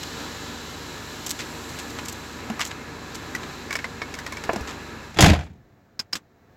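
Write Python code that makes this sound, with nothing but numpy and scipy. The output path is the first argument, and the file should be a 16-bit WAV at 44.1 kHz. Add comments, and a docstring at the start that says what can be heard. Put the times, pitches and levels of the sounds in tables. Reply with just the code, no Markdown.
"""Closing the door of a parked car

Through the open driver's door come street noise and an idling engine, both steady sounds that drift slowly.
Clothes brush the seat as short grainy noise; small things tick and knock as noise bursts with short rings.
The door is a chain of contacts: it latches, shudders on its seal and booms, shutting the street out.
Loose trim settles, and in the quiet a small sprung switch clicks twice, with a ringing spring."""
import sys
import numpy as np
from scipy import signal
from scipy.fft import rfft, irfft
from scipy.io import wavfile
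from scipy.ndimage import uniform_filter1d

SR = 44100
rng = np.random.default_rng(int(sys.argv[2]) if len(sys.argv) > 2 else 0)


def dump_mix(stems):
    """Bounce the given channels to the path in sys.argv[1] as a 16-bit WAV at rate SR."""
    frames = np.atleast_2d(stems).T  # one column per channel
    limited = np.clip(frames, -1, 1)  # hard clip at full scale
    pcm = np.round(limited * 32767).astype(np.int16)
    wavfile.write(sys.argv[1], SR, pcm)


N = 289400
T = np.arange(N) / SR  # clock of the whole scene [s]
HIT_T = T[:SR]  # clock of one short sound, lasting a second [s]
TOP_HZ = 15900  # the finished sound stops here

# Every "colour" is the shape of a noise spectrum: (frequency [Hz], relative level [dB]).
# Levels in the tables are relative: the functions add fixed trims to many of them.

# Street through the doorway: (time [s], traffic level [dB], hiss level [dB])
STREET_LEVELS = [(0.0, -35.5, -38.5), (0.43, -35, -40.5), (1.4, -38.5, -42.5), (1.86, -35, -42.5),
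                 (2.81, -38.5, -47.5), (3.44, -36, -44), (4.04, -37.5, -47.5), (4.54, -34.5, -45),
                 (5.13, -40, -49.5)]
STREET_SPECTRUM = [(53, -29.5), (90, -3.5), (196, -3.5), (278, -1), (620, -9.5), (1680, -10), (1950, -13.5),
                   (3220, -15.5), (4000, -14), (4860, -18.5), (7330, -22.5), (8910, -34.5), (12100, -27.5),
                   (16000, -38.5)]  # colour of the street: (frequency [Hz], level [dB])
# Resonances of the open cabin: (frequency [Hz], width [Hz], boost [dB])
CABIN_RESONANCES = [(270, 80, 1.5), (460, 24, 3), (990, 130, 4), (1710, 82, 4), (4010, 150, 5),
                    (7420, 1200, 3.5)]
SIZZLE_DB = -14  # the very top of the street, relative to its hiss
# Background with the door shut: (time [s], level [dB])
SHUT_LEVELS = [(5.68, -60.5), (6.328, -61.5), (6.56, -57)]
SHUT_SPECTRUM = [(15, -40), (25, -14), (92, 1), (236, -3), (677, -15), (1230, -19), (1740, -18.5),
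                 (3160, -33), (7310, -37), (9070, -52.5), (16000, -38)]  # colour with the door shut: (frequency [Hz], level [dB])

# Engine idling nearby: (multiple of the firing rate, rms level before drift [dB])
IDLE_HARMONICS = [(1, -71.5), (2, -55.5), (3, -49), (4, -54.5), (6, -61), (7, -54.5), (9, -53.5)]
IDLE_HZ = 25.43  # average firing rate

# Cloth catching on the seat: (time [s], level [dB], treble lift [dB], length [s])
CLOTH_CATCHES = [(0.031, -21, -6, 0.0061), (1.262, -24, 16, 0.021), (1.292, -23, 22, 0.009),
                 (1.306, -21, 18, 0.014), (1.389, -24, -14, 0.032), (1.788, -27.5, 8, 0.017),
                 (1.986, -23.5, -25, 0.016), (2.083, -25, 10, 0.017), (2.123, -28.5, 35, 0.0095),
                 (2.604, -17, -16, 0.028), (2.644, -28.5, 11, 0.039), (2.709, -28.5, -25, 0.015),
                 (3.145, -28, -1, 0.021), (3.431, -28.5, -25, .013), (4.673, -29, -15, 0.049)]
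CLOTH_SPECTRUM = [(600, -9), (1100, -4), (3000, 3), (5000, 0.5), (7600, 3.5), (9000, -14.5), (13000, -10),
                  (16000, -24)]  # colour of rubbed cloth: (frequency [Hz], level [dB])
# A sleeve sliding along the seat: moment of its peak, width of the swell, peak level
SLIDE_S, SLIDE_WIDTH_S, SLIDE_DB = 1.6, 0.87, -50
# Faint stirring of clothes: time span, loudest level, random drop below it, length
STIR_SPAN_S, STIR_DB, STIR_SPREAD_DB, STIR_LENGTH_S = (1.55, 2.35), -33, 1, 0.015

# Hard plastic ticking: (time [s], clack level [dB], edge level [dB], ring frequency [Hz], ring level [dB])
PLASTIC_TICKS = [(2.594, -18.5, -23, 1220, -19), (3.35, -28, -22, 1960, -16.5),
                 (3.707, -19.5, -28.5, 2220, -20), (3.727, -22, -20.5, 2220, -24),
                 (3.754, -15, -19.5, 2230, -17.5), (3.789, -20.5, -36, 2210, -25),
                 (3.843, -17, -30, 2060, -22), (4.017, -17, -33, 2210, -18), (4.14, -23.5, -26, 2170, -33),
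                 (4.188, -25, -27.5, 1970, -32), (4.264, -19.5, -26.5, 1870, -24),
                 (4.323, -22, -27, 2180, -28), (4.37, -26, -31.5, 2280, -26),
                 (4.438, -23, -25.5, 2120, -33)]
# Ring of a tick: (multiple of the ring frequency, level [dB], time to fall 60 dB [s])
TICK_RING = [(.77, -6.5, .045), (1, 1, .065), (2.4, -11.5, .035)]
CLACK_SPECTRUM = [(450, -3.5), (820, -7), (1080, 3), (1300, -7), (1640, 1.5), (2300, -4), (2800, -12),
                  (5000, -14), (9000, -42)]  # colour of the hollow clack: (frequency [Hz], level [dB])
EDGE_SPECTRUM = [(2000, 0.5), (4300, -4.5), (5200, 2), (5800, -1), (7700, -4), (9200, -13.5),
                 (12500, -14.5), (16000, -22)]  # colour of the crisp edge: (frequency [Hz], level [dB])
# Every tick bounces once, more thinly: delay, change of the clack, change of the edge
BOUNCE_S, BOUNCE_CLACK_DB, BOUNCE_EDGE_DB = 0.011, -13.5, -6.5

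# Blows on padded trim: (time [s], blow level [dB], ring level [dB], ring frequency [Hz], edge level [dB])
TRIM_KNOCKS = [(2.5, -25, -18, 221, -30), (4.492, -13, -21, 1007, -43), (4.532, -23, -23, 347, -26.5),
               (4.56, -22.5, -21.5, 202, -27), (4.608, -50, -18, 70.4, -33)]
KNOCK_SPECTRUM = [(230, -0.5), (330, 3.5), (480, 2.5), (700, 8), (1000, -0.5), (1400, -5.5), (2700, -9),
                  (3600, -35), (9000, -52)]  # colour of a dull blow: (frequency [Hz], level [dB])

# Switch contacts: (time [s], snap level [dB], spring ring level [dB])
SWITCH_CONTACTS = [(5.9924, -38.5, -25), (5.996, -29.5, -26), (5.9979, -33.5, -27), (6.1268, -36, -40),
                   (6.1306, -28.5, -20.5), (6.133, -29, -30), (6.154, -24.5, -40), (6.167, -36, -52)]
SNAP_SPECTRUM = [(100, -14), (200, 5), (450, -11.5), (900, -2.5), (1500, -0.5), (2000, -1), (4000, -0.5),
                 (6000, -2.5), (8000, -1.5), (9300, -22.5), (11500, -10.5), (16000, -22)]  # colour of the snap: (frequency [Hz], level [dB])
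# Ring of the spring: (frequency [Hz], level [dB], time to fall 60 dB [s])
SPRING_RING = [(1545, -8.5, 0.045), (4120, -7.5, 0.027), (4780, -0.5, 0.038), (5040, 0.5, 0.039),
               (5180, -1.5, 0.036), (5340, 2, 0.031), (5590, -4, 0.028), (6540, -11.5, 0.055)]

CLASH_SPECTRUM = [(260, -27.5), (450, -8), (694, -2), (1020, -7.5), (1170, -12), (1380, -7), (2360, -7.5),
                  (3050, -10.5), (3430, -10.5), (5140, -16), (7250, -16), (9070, -31.5), (10800, -27),
                  (16000, -40.5)]  # colour of the metal clash: (frequency [Hz], level [dB])
THUD_SPECTRUM = [(13, -46.5), (22, -18.5), (75, 1.5), (190, -0.5), (234, -7), (305, -6), (425, -18.5),
                 (468, -25.5), (600, -24), (780, -52), (1320, -120)]  # colour of the panel thud: (frequency [Hz], level [dB])
# Pressure surge, cabin air and door panel: (frequency [Hz], level [dB], time to fall 60 dB [s])
DOOR_RING = [(29, -17, .3), (64, -1, 0.29), (79.1, 3.5, 0.35), (112, -6.5, 0.2), (139.3, -3, 0.5),
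             (183.5, -4.5, 0.29), (205, -4, .2), (292, -4.5, 0.2), (318, -10.5, .2)]
# Ring of latch and steel frame: (frequency [Hz], level [dB], time to fall 60 dB [s])
LATCH_RING = [(332, 2.5, .12), (440, -1.5, .1), (610, -10.5, 0.12), (683, -1.5, 0.23), (713, 0, .14),
              (794, -3.5, .22), (845, -7, 0.12), (1024, -10, 0.14), (1837, -10, .14), (2326, -9, 0.22),
              (2650, -9.5, .2), (2871, -11.5, 0.17), (3290, -4.5, .16), (3520, -3.5, .12),
              (4800, -7.5, 0.13)]
# The latch meets the striker, rides over it and locks:
# (time [s], clash level [dB], clash treble lift [dB], latch ring level [dB], thud level [dB])
LATCH_CONTACTS = [(5.144, -42, 4.5, -56, -49.5), (5.163, -40, -16.5, -36, -28),
                  (5.171, -30.5, -0.5, -48, -42), (5.1875, -16.5, -7, -11, -20),
                  (5.207, -14, 16, -24.5, -13.5)]
# The locked door shudders against its seal: first contact and spacing, then its starting levels
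SHUDDER_S, SHUDDER_PERIOD_S = 5.2245, .0188
SHUDDER_CLASH_DB, SHUDDER_TREBLE_DB, SHUDDER_RING_DB, SHUDDER_THUD_DB = -13, -2, -20.5, -12
# Lost by the last shudder, slowly at first; the latch ring sags with the clash
CLASH_SAG_DB, THUD_SAG_DB, TREBLE_SAG_DB = 7.5, 3.5, 7
ROCK_DB = 3  # inward swings thud harder and crack brighter; outward swings ring the latch
# Loose trim settling afterwards: (time [s])
SETTLE_TIMES = [5.333, 5.349, 5.39, 5.41, 5.466, 5.556]
SETTLE_CLASH_DB, SETTLE_TREBLE_DB, SETTLE_RING_DB, SETTLE_THUD_DB = -25.5, -16, -34.5, -26.5
SETTLE_DB_PER_S = 193  # how fast the settling clash, ring and thud weaken


def undb(db):
    """Turn decibels into a gain."""
    return 10 ** (np.asarray(db) / 20)


def unit(x):
    """Scale a sound to an average strength (rms) of 1."""
    return x / np.sqrt(np.mean(x ** 2))


def curve(rows, column=1):
    """Join one column of a timed table with straight lines."""
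    rows = np.array(rows)
    return np.interp(T, rows[:, 0], rows[:, column])


def fade(t60):
    """Die away evenly in decibels, 60 dB down after t60 seconds."""
    return np.exp(-np.log(1000) * HIT_T / t60)


def soft_start(rise_s):
    """Rise quickly from silence, since nothing starts moving at once."""
    return 1 - np.exp(-HIT_T / rise_s)


def add(out, s, sound):
    """Mix a sound in at time s."""
    i = int(s * SR)
    out[i:i + len(sound)] += sound[:N - i]


def noise(colour, size, treble_db=0, peaks=()):
    """Noise of rms 1 with a given colour, a treble lift or cut, and resonances."""
    hz = np.maximum(np.fft.rfftfreq(size, 1 / SR), 1)
    points = np.array(colour)
    db = np.interp(np.log(hz), np.log(points[:, 0]), points[:, 1])
    # below the first point the sound falls by 24 dB per octave
    db = db - 24 * np.maximum(np.log2(points[0, 0] / hz), 0)
    # half of the treble change is reached at 4000 Hz
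    db = db + treble_db * hz ** 2 / (hz ** 2 + 4000 ** 2)
    for centre, width, peak_db in peaks:
        db = db + peak_db / (1 + (2 * (hz - centre) / width) ** 2)
    random_phase = np.exp(2j * np.pi * rng.random(len(hz)))
    return unit(irfft(undb(db) * random_phase, size))


def ring(modes, detune=0.0025):
    """A struck object rings at several fading pitches, slightly detuned each time."""
    out = np.zeros(SR)
    for k, (hz, db, t60) in enumerate(modes):
        pitch = hz * (1 + detune * rng.standard_normal())
        sign = (-1) ** k
        out += sign * undb(db) * fade(t60) * np.sin(2 * np.pi * pitch * HIT_T)
    return out


def walk(rate):
    """Slow random drift of rms 1, made of random steps (rate per second) smoothed twice."""
    k = int(SR / rate)
    steps = np.repeat(rng.standard_normal(N // k + 1), k)
    smooth = uniform_filter1d(uniform_filter1d(steps, k), k)
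    return unit(smooth[:N])


def chatter(spread_db, rate):
    """Uneven gain of rms 1: loose parts touch and part at random."""
    k = max(int(SR / rate), 1)
    steps = np.repeat(undb(spread_db * rng.standard_normal(SR // k + 1)), k)
    return unit(uniform_filter1d(steps, k // 4 + 1)[:SR])


def reflections(x, count=40):
    """Glass and trim return the sound within 30 ms, combing its spectrum; seats soak up treble."""
    lags = rng.uniform(.002, .03, count)
    sizes = rng.standard_normal(count)
    response = np.zeros(SR // 30)
    response[(lags * SR).astype(int)] = undb(-7) * sizes / np.linalg.norm(sizes)
    response = signal.sosfilt(signal.butter(1, 3000, fs=SR, output="sos"), response)
    response[0] = 1  # the direct sound
    return signal.fftconvolve(x, response)[:len(x)]


def idle():
    """An idling engine hums at multiples of its firing rate, and its speed wanders slightly."""
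    turns = np.cumsum(IDLE_HZ * (1 + .004 * walk(2))) / SR
    out = np.zeros(N)
    for k, db in IDLE_HARMONICS:
        level = np.sqrt(2) * undb(db + walk(2))
        out += level * np.sin(2 * np.pi * (k * turns + rng.random()))
    return out


def street(shut_s=5.194, closing_s=0.13):
    """Traffic, leaves and engine fade as the gap closes; a dull remainder comes through the body."""
    air = reflections(noise(STREET_SPECTRUM, N, treble_db=4.0, peaks=CABIN_RESONANCES))
    spectrum, hz = rfft(air), np.fft.rfftfreq(N, 1 / SR)

    def band(low, high):
        """One slice of the street's spectrum, at rms 1."""
        return unit(irfft(spectrum * (hz >= low) * (hz < high), N))

    traffic, hiss, sizzle = band(0, 2800), band(2800, 8500), band(8500, SR)
    treble_level = undb(curve(STREET_LEVELS, column=2) - 1.17 + .4 * walk(12))
    treble = (hiss + undb(SIZZLE_DB) * sizzle) * treble_level
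    traffic_level = undb(curve(STREET_LEVELS) - 0.7 + 0.99 * walk(7.1))
    outside = idle() + traffic * traffic_level + treble
    shut_peaks = [(684, 110, 8.6), (1680, 120, 3), (4000, 450, 5)]  # (frequency [Hz], width [Hz], boost [dB])
    inside = reflections(noise(SHUT_SPECTRUM, N, treble_db=3.5, peaks=shut_peaks))
    # 1 while the door is open, 0 once it meets its seal
    gap = np.clip((shut_s - T) / closing_s, 0, 1) ** .5
    return gap * outside + (1 - gap) * inside * undb(curve(SHUT_LEVELS) + 3.5)


def scrape(db, treble_db, length):
    """Cloth catches and slips: one short grainy scrape."""
    stroke = soft_start(0.00059) * np.exp(-(HIT_T / length) ** 2)
    grain = chatter(spread_db=4, rate=700)
    return undb(db - 6) * stroke * grain * noise(CLOTH_SPECTRUM, SR, treble_db)


def clothes(count=4):
    """Cloth slides smoothly over the seat, catches distinctly and stirs at random moments."""
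    swell = np.exp(-((T - SLIDE_S) / SLIDE_WIDTH_S) ** 2)
    out = undb(SLIDE_DB) * swell * noise(CLOTH_SPECTRUM, N, treble_db=30)
    for s, db, treble_db, length in CLOTH_CATCHES:
        add(out, s, scrape(db, treble_db, length))
    for s in rng.uniform(*STIR_SPAN_S, count):
        add(out, s, scrape(STIR_DB - STIR_SPREAD_DB * rng.random(), 8.6, STIR_LENGTH_S))
    return out


def edge(t60=.035):
    """The crisp onset of a hard plastic contact: a very short bright burst."""
    return noise(EDGE_SPECTRUM, SR) * fade(t60) * soft_start(0.00028)


def ticks(clack_t60=0.053):
    """Small plastic contacts: a crisp edge and a hollow clack with a short ring, then a weaker bounce."""
    out = np.zeros(N)
    bounces = [(0, 0, 0), (BOUNCE_S, BOUNCE_CLACK_DB, BOUNCE_EDGE_DB)]
    for s, clack_db, edge_db, hz, ring_db in PLASTIC_TICKS:
        modes = [(ratio * hz, ring_db + db, t60) for ratio, db, t60 in TICK_RING]
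        for delay, body_db, crisp_db in bounces:
            burst = undb(clack_db - 1.5) * noise(CLACK_SPECTRUM, SR) * fade(clack_t60)
            clack = (burst + ring(modes)) * soft_start(.00036)
            crisp = undb(edge_db + crisp_db) * edge()
            add(out, s + delay, undb(-4.5) * (undb(body_db) * clack + crisp))
    return out


def knocks():
    """Padded trim is hit: a dull burst, a slight edge and one panel ring that builds up within a cycle."""
    out = np.zeros(N)
    for s, blow_db, ring_db, hz, edge_db in TRIM_KNOCKS:
        blow = undb(blow_db) * noise(KNOCK_SPECTRUM, SR, -1) * fade(0.062) * soft_start(0.00043)
        panel = undb(ring_db) * ring([(hz, 0, .1)]) * soft_start(1 / (2.5 * hz))
        add(out, s, blow + panel + undb(edge_db - 3.0) * edge())
    return out


def switch(snap_t60=0.053, cabin_t60=0.1):
    """A spring snaps over and rings; the housing clacks and the cabin answers more dully."""
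    out = np.zeros(N)
    for s, snap_db, spring_db in SWITCH_CONTACTS:
        snap = noise(SNAP_SPECTRUM, SR) * fade(snap_t60)
        cabin = noise(SNAP_SPECTRUM, SR, -37) * fade(cabin_t60) * undb(-10)
        spring = undb(spring_db) * ring(SPRING_RING, detune=0.0083)
        add(out, s, undb(snap_db) * (snap + cabin) + spring)
    return out


def contacts(count=5):
    """List the latching, shuddering and settling contacts, with the columns of LATCH_CONTACTS."""
    rows = list(LATCH_CONTACTS)
    for k in range(count):
        spent = (k / (count - 1)) ** 2
        rock_db = ROCK_DB * (-1) ** k  # positive on inward swings
        rows.append((SHUDDER_S + k * SHUDDER_PERIOD_S,
                     SHUDDER_CLASH_DB - CLASH_SAG_DB * spent,
                     SHUDDER_TREBLE_DB - TREBLE_SAG_DB * spent + rock_db,
                     SHUDDER_RING_DB - CLASH_SAG_DB * spent - rock_db,
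                     SHUDDER_THUD_DB - THUD_SAG_DB * spent + rock_db))
    for s in SETTLE_TIMES:
        lost_db = SETTLE_DB_PER_S * (s - SETTLE_TIMES[0])
        rows.append((s,
                     SETTLE_CLASH_DB - lost_db,
                     SETTLE_TREBLE_DB,
                     SETTLE_RING_DB - lost_db,
                     SETTLE_THUD_DB - lost_db))
    return rows


def door(clash_t60=0.12, thud_t60=.12, tail_t60=0.35, boom_t60=0.75):
    """Latch, striker and seal meet in quick succession; each contact clashes, thuds and shakes loose trim."""
    metal, body = np.zeros(N), np.zeros(N)
    for s, clash_db, treble_db, latch_db, thud_db in contacts():
        rattle = undb(-14.5) * fade(tail_t60) * chatter(spread_db=7.5, rate=100)
        crack = undb(-3) * fade(.015)
        clash_shape = crack + fade(clash_t60) * chatter(spread_db=2.5, rate=250) + rattle
        clash = noise(CLASH_SPECTRUM, SR, treble_db) * clash_shape
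        add(metal, s, undb(clash_db) * clash + undb(latch_db - 5.5) * ring(LATCH_RING))
        # the sealed cabin booms on after the panel has settled
        boom_shape = undb(1.5) * fade(thud_t60) + undb(-21.5) * fade(boom_t60)
        boom = noise(THUD_SPECTRUM, SR, peaks=[(150, 70, 1.5)]) * boom_shape
        # the heavy panel takes a few milliseconds to get moving
        thud = (boom + undb(-6) * ring(DOOR_RING, detune=0.0037)) * soft_start(0.0017)
        add(body, s, undb(thud_db) * thud)
    return metal + body


def scene():
    """Add up everything heard from the driver's seat, in one channel."""
    return (street() + clothes() + ticks() + knocks() + door() + switch())[None]


def record(dry):
    """Flatten peaks beyond full scale, then steeply cut the sound above TOP_HZ."""
    clipped = np.clip(dry, -1, 1)
    top_cut = signal.ellip(8, .2, 70, TOP_HZ, fs=SR, output="sos")
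    return signal.sosfilt(top_cut, clipped)


dry = scene()
out = record(dry)
dump_mix(out)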